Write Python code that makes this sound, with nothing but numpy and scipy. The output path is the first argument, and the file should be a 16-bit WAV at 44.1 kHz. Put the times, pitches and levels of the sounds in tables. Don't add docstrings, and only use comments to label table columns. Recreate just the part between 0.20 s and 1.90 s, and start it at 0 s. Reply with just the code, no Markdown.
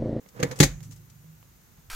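import sys
import numpy as np
from scipy import signal
from scipy.fft import rfft, irfft, next_fast_len
from scipy.io import wavfile
from scipy.ndimage import map_coordinates

SR = 44100
rng = np.random.default_rng(int(sys.argv[2]) if len(sys.argv) > 2 else 0)


def file_out(sig):
    cols = np.atleast_2d(sig).T
    lim = np.clip(cols, -1, 1)
    pcm = np.round(lim * 32767).astype(np.int16)
    wavfile.write(sys.argv[1], SR, pcm)


N = 74970

# frequency in Hz, relative level in dB.
HISS_COLOUR = [(120, -23), (270, -6), (400, -10.5), (580, -15), (780, -13.5), (1500, -13.5), (3200, -19),
               (5300, -19), (6600, -13.5), (8500, -21.5), (11000, -20.5), (16000, -20)]
# frequency in Hz, relative level in dB.
RUMBLE_COLOUR = [(20, -18), (45, 3.5), (70, 1), (110, -4), (170, -1.5), (260, -15.5), (500, -33.5),
                 (1500, -58)]
# time in seconds, level in dB.
RUMBLE_SWELL = [(0, -63.5), (.3, -66), (.52, -44.5), (.75, -54), (1.1, -61.5), (1.7, -58.5)]
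HISS_DB, HISS_ALIKE = -61, 0.13
WHINE_HZ, WHINE_HALF_WIDTH_HZ, WHINE_DB, WHINE_HAZE_DB = 14140, 70, -66.5, -73

# start in seconds, level in dB, t60 in seconds,
# left-over-right difference in dB.
TRIM_SCUFFS = [(0.087, -49.5, .04, 1.5), (.285, -53.5, .08, -3), (.358, -46.5, .2, 2), (.388, -37, .05, 14),
               (0.628, -49, 0.18, 0), (.709, -49, 0.066, -3), (0.719, -49, 0.112, 5), (.76, -56, .12, 5),
               (.898, -52.5, 0.059, 5)]
# frequency in Hz, relative level in dB.
TRIM_COLOUR = [(300, -12), (2500, -10), (4500, -8.5), (6000, -2.5), (7400, -3), (9000, -9), (16000, -19.5)]
# start in seconds, level in dB, t60 in seconds, frequency in Hz above
HANDLING_TICKS = [(.0614, -51.5, 0.019, 1780), (0.5149, -53.5, 0.084, 2520), (.605, -50.5, 0.029, 5010),
                  (1.0434, -53.5, 0.0105, 800), (1.2283, -49, 0.0075, 1190), (1.575, -65, 0.14, 1980)]
# start in seconds, level in dB, frequency in Hz.
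HANDLING_THUMPS = [(0.056, -47, 187), (.688, -42.5, 269), (1.035, -46, 186), (1.582, -41.5, 156),
                   (1.678, -38.5, 91)]
TICK_LOW_HZ = 148
THUMP_ATTACK_S, THUMP_T60_S = 0.0047, 0.1

# time in seconds, level in dB.
RUB_LEVEL = [(0, -62), (.13, -64.5), (.16, -46.5), (.187, -43), (.2, -38.5), (.25, -34.5), (.29, -41.5),
             (.325, -38), (.355, -47), (.395, -44.5), (.45, -62), (.55, -75.5)]
# frequency in Hz, relative level in dB.
COAT_COLOUR = [(40, -19.5), (130, 1.5), (200, -2), (290, -8), (390, -12.5), (480, 0), (570, -8.5),
               (700, -15), (900, -13), (1900, -17.5), (3000, -30), (6800, -31.5), (9000, -39), (16000, -45)]
RUB_SLIP_HZ, RUB_ROUGH_DB = 138.4, 1.5

# start in seconds, thud level in dB, panel pitch ratio,
# boom in dB, hollow tone in dB, low, mid and treble clack in dB, clack hold in seconds, clack t60 ratio.
CONTACTS = [(0.194, -30.5, .92, -68.5, -35.5, -41, -49, -60, .003, 0.42),
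            (0.1998, -27, .92, -57.5, -40.5, -40, -47, -45, 0.0067, 0.37),
            (0.2285, -14.5, 0.94, -40.5, -20, -31.5, -25, -28.5, .006, 0.55),
            (0.312, -44.5, .90, -53.5, -30, -41.5, -42, -40, .006, .8),
            (0.4017, -1, 1, -17.5, -27, -20.5, -16, -13.5, 0.0044, 0.96),
            (0.429, -28, 0.91, -46, -30, -23.5, -21, -17.5, 0.0099, 0.52),
            (0.4347, -12.5, 0.93, -43, -34, -29, -30.5, -22, .004, 1.19)]

# frequency in Hz before HUM_PITCH, level in dB against the thud,
# t60 in seconds.
BODYWORK_MODES = [(112, -35, 2.4), (140, -34, 1.9), (164, -40, 2.2), (264, -47, .9), (368, -55, 1.1)]
HUM_PITCH, HUM_ATTACK_S, HUM_WAVER_DB, HUM_WAVER_HZ = 0.96, 0.022, 5, 10

# frequency in Hz, relative level in dB.
CLACK_COLOUR_LEFT = [(100, -23), (300, 5.5), (600, -3), (830, -5), (1100, 0), (2200, -2.5), (2700, -4.5),
                     (4000, 2), (5400, -3.5), (6500, 6), (7500, -1), (9300, -12), (11500, -14.5),
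                     (16000, -18)]
# frequency in Hz, relative level in dB.
CLACK_COLOUR_RIGHT = [(100, -34.5), (300, -5.5), (560, 7), (1050, -6), (1600, 2), (2200, 7.5), (3100, -5.5),
                      (5400, -7.5), (6800, -9.5), (9300, -14), (11500, -9.5), (16000, -18)]
# low edge in Hz, high edge in Hz.
CLACK_EDGES = (770, 3000)
# t60 in seconds, cabin tail in dB, tail t60 in seconds.
CLACK_FADES = [(0.045, -19.5, 0.31), (.04, -15.5, 0.3), (0.069, -8.5, 0.17)]
# frequency in Hz before FITTINGS_PITCH, level in dB against the
# mid clack, t60 in seconds.
FITTING_MODES = [(1909, -12, .14), (2095, -10, .1), (2237, -10, .1), (2400, -10, .1)]
FITTINGS_PITCH, CLACK_ATTACK_S, CLACK_ALIKE = 0.91, 0.0004, 0.15
CRACK_DB, CRACK_T60_S = 0, 0.007
ZING_HZ, ZING_HALF_WIDTH_HZ, ZING_DB, ZING_T60_S = 6564, 600, -34, 0.65

# frequency in Hz before the panel pitch ratio, level in dB against the thud,
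# t60 in seconds.
PANEL_MODES = [(112, -22, .25), (150, 0, .105), (184, -7, .1), (228, -19, .13), (293, -6, .11),
               (322, -11, .09), (366, -10, .1), (512, -20, .12), (549, -17, .12), (841, -20, .12)]
# frequency in Hz, level in dB against the boom, t60 in seconds.
BOOM_MODES = [(45, 0, .36), (65, -3, .27)]
THUD_ATTACK_S, BOOM_ATTACK_S = 0.0038, 0.025
HOLLOW_HZ, HOLLOW_HALF_WIDTH_HZ, HOLLOW_T60_S = 483, 46, 0.1

LEFT_LAG_S = 0.0003
LOW_CUT_HZ, TOP_HZ = 35, 16000


def amp(db):
    return 10 ** (np.asarray(db) / 20)


def unit(x):
    return x / np.sqrt(np.mean(x ** 2) + 1e-20)


def colour(points):
    f, db = np.transpose(points)
    return lambda hz: amp(np.interp(np.log(hz + 1), np.log(f + 1), db))


def peak(centre_hz, half_width_hz):
    return lambda hz: 1 / (1 + ((hz - centre_hz) / half_width_hz) ** 2)


def filtered(x, response):
    m = next_fast_len(N + SR // 2)
    spectrum = rfft(x, m) * response(np.fft.rfftfreq(m, 1 / SR))
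    return irfft(spectrum, m)[..., :N]


def noise(response, alike):
    shared, apart = rng.standard_normal((2, N))
    angle = np.arccos(np.clip(alike, -1, 1)) / 2
    sides = np.cos(angle) * shared + np.sin(angle) * np.array([apart, -apart])
    return unit(filtered(sides, response))


def since(s):
    return np.maximum(np.arange(N) / SR - s, 0)


def decay(t, t60):
    return np.exp(-np.log(1000) * t / t60)


def envelope(s, attack_s, hold_s, t60):
    return (1 - np.exp(-since(s) / attack_s)) * decay(since(s + hold_s), t60)


def level(points):
    return amp(np.interp(np.arange(N) / SR, *np.transpose(points)))


def pan(db):
    return amp(np.array([[db], [-db]]) / 2)


def wobble(rate_hz):
    return map_coordinates(rng.standard_normal(N), [np.arange(N) * rate_hz / SR], order=1)


def ring(s, modes, ratio, attack_s):
    t = since(s)
    tones = np.zeros(N)
    for hz, db, t60 in modes:
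        tones += amp(db) * decay(t, t60) * np.sin(2 * np.pi * hz * ratio * t)
    return (1 - np.exp(-t / attack_s)) * tones


def cabin():
    hiss = amp(HISS_DB) * noise(colour(HISS_COLOUR), HISS_ALIKE)
    whine = amp(WHINE_DB) * np.sin(2 * np.pi * WHINE_HZ * since(0))
    haze = amp(WHINE_HAZE_DB) * noise(peak(WHINE_HZ, WHINE_HALF_WIDTH_HZ), alike=0.6)
    rumble = level(RUMBLE_SWELL) * noise(colour(RUMBLE_COLOUR), alike=0.7)
    return hiss + whine + haze + pan(db=-3.0) * rumble


def trim_scuffs():
    out = np.zeros((2, N))
    for s, db, t60, side_db in TRIM_SCUFFS:
        burst = envelope(s, 0.0011, 0.001, t60) * noise(colour(TRIM_COLOUR), alike=0.2)
        out += amp(db) * pan(side_db) * burst
    return out


def handling_ticks():
    out = np.zeros((2, N))
    for s, db, t60, dull_hz in HANDLING_TICKS:
        dull = lambda hz: hz / (hz + TICK_LOW_HZ) / (1 + (hz / dull_hz) ** 2)
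        out += amp(db) * envelope(s, 0.0001, 0.000466, t60) * noise(dull, alike=0.34)
    return pan(db=-10.5) * out


def handling_thumps():
    return sum(ring(s, [(hz, db, THUMP_T60_S)], 1, THUMP_ATTACK_S) for s, db, hz in HANDLING_THUMPS)


def coat():
    slips = amp(RUB_ROUGH_DB * wobble(RUB_SLIP_HZ))
    rub = unit(slips * noise(colour(COAT_COLOUR), alike=0.67))
    return pan(db=-4) * level(RUB_LEVEL) * rub


def bodywork():
    hum = np.zeros(N)
    for mode in BODYWORK_MODES:
        tone = sum(amp(db) * ring(s, [mode], HUM_PITCH, HUM_ATTACK_S) for s, db, *_ in CONTACTS)
        hum += tone * amp(HUM_WAVER_DB * wobble(HUM_WAVER_HZ))
    return pan(db=-2.3) * hum


def clack_bands():
    low_hz, high_hz = CLACK_EDGES
    under = lambda hz, edge_hz: 1 / (1 + (hz / edge_hz) ** 8)
    low = lambda hz: under(hz, low_hz)
    mid = lambda hz: under(hz, high_hz) - under(hz, low_hz)
    treble = lambda hz: 1 - under(hz, high_hz)
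    return [low, mid, treble]


def clacks():
    ears = lambda hz: np.array([colour(CLACK_COLOUR_LEFT)(hz), colour(CLACK_COLOUR_RIGHT)(hz)])
    bands = clack_bands()
    chatter = np.zeros((len(bands), N))
    crack, zing, fittings = np.zeros(N), np.zeros(N), np.zeros(N)
    for s, *_, low_db, mid_db, treble_db, hold_s, length in CONTACTS:
        fade = lambda t60: envelope(s, CLACK_ATTACK_S, hold_s, length * t60)
        shapes = []
        for db, (t60, tail_db, tail_t60) in zip((low_db, mid_db, treble_db), CLACK_FADES):
            shapes.append(amp(db) * np.hypot(fade(t60), amp(tail_db) * fade(tail_t60)))
        chatter = np.hypot(chatter, shapes)
        crack += amp(treble_db + CRACK_DB) * envelope(s, 0.0001, 0.00067, CRACK_T60_S)
        zing = np.hypot(zing, amp(treble_db + ZING_DB) * envelope(s, CLACK_ATTACK_S, 0, ZING_T60_S))
        fittings += amp(mid_db) * ring(s, FITTING_MODES, FITTINGS_PITCH, CLACK_ATTACK_S)
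    out = pan(db=-3.5) * fittings
    for shape, band in zip(chatter, bands):
        out += shape * noise(lambda hz: ears(hz) * np.sqrt(np.abs(band(hz))), CLACK_ALIKE)
    out += crack * noise(ears, CLACK_ALIKE)
    return out + zing * noise(peak(ZING_HZ, ZING_HALF_WIDTH_HZ), CLACK_ALIKE)


def thuds():
    panel, cavity = np.zeros(N), np.zeros(N)
    for s, db, ratio, boom_db, hollow_db, *_ in CONTACTS:
        panel += amp(db) * ring(s, PANEL_MODES, ratio, THUD_ATTACK_S)
        panel += amp(boom_db) * ring(s, BOOM_MODES, 1, BOOM_ATTACK_S)
        cavity += amp(hollow_db) * envelope(s, THUD_ATTACK_S, 0, HOLLOW_T60_S)
    hollow = cavity * noise(peak(HOLLOW_HZ, HOLLOW_HALF_WIDTH_HZ), alike=0.72)
    return pan(db=-1.5) * panel + pan(db=-3.5) * hollow


def from_the_right(x):
    sides = np.array([[1], [-1]])
    return filtered(x, lambda hz: np.exp(-1j * np.pi * hz * LEFT_LAG_S * sides))


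def scene():
    small_sounds = trim_scuffs() + handling_ticks() + handling_thumps()
    door = from_the_right(coat() + bodywork() + thuds())
    return cabin() + small_sounds + clacks() + door


def record(dry):
    low_cut = signal.butter(2, LOW_CUT_HZ, "highpass", fs=SR, output="sos")
    thin = signal.sosfilt(low_cut, dry)
    rounded = thin / (1 + np.abs(thin) ** 6) ** (1 / 6)
    return filtered(rounded, lambda hz: hz < TOP_HZ)


dry = scene()
out = record(dry)
file_out(out)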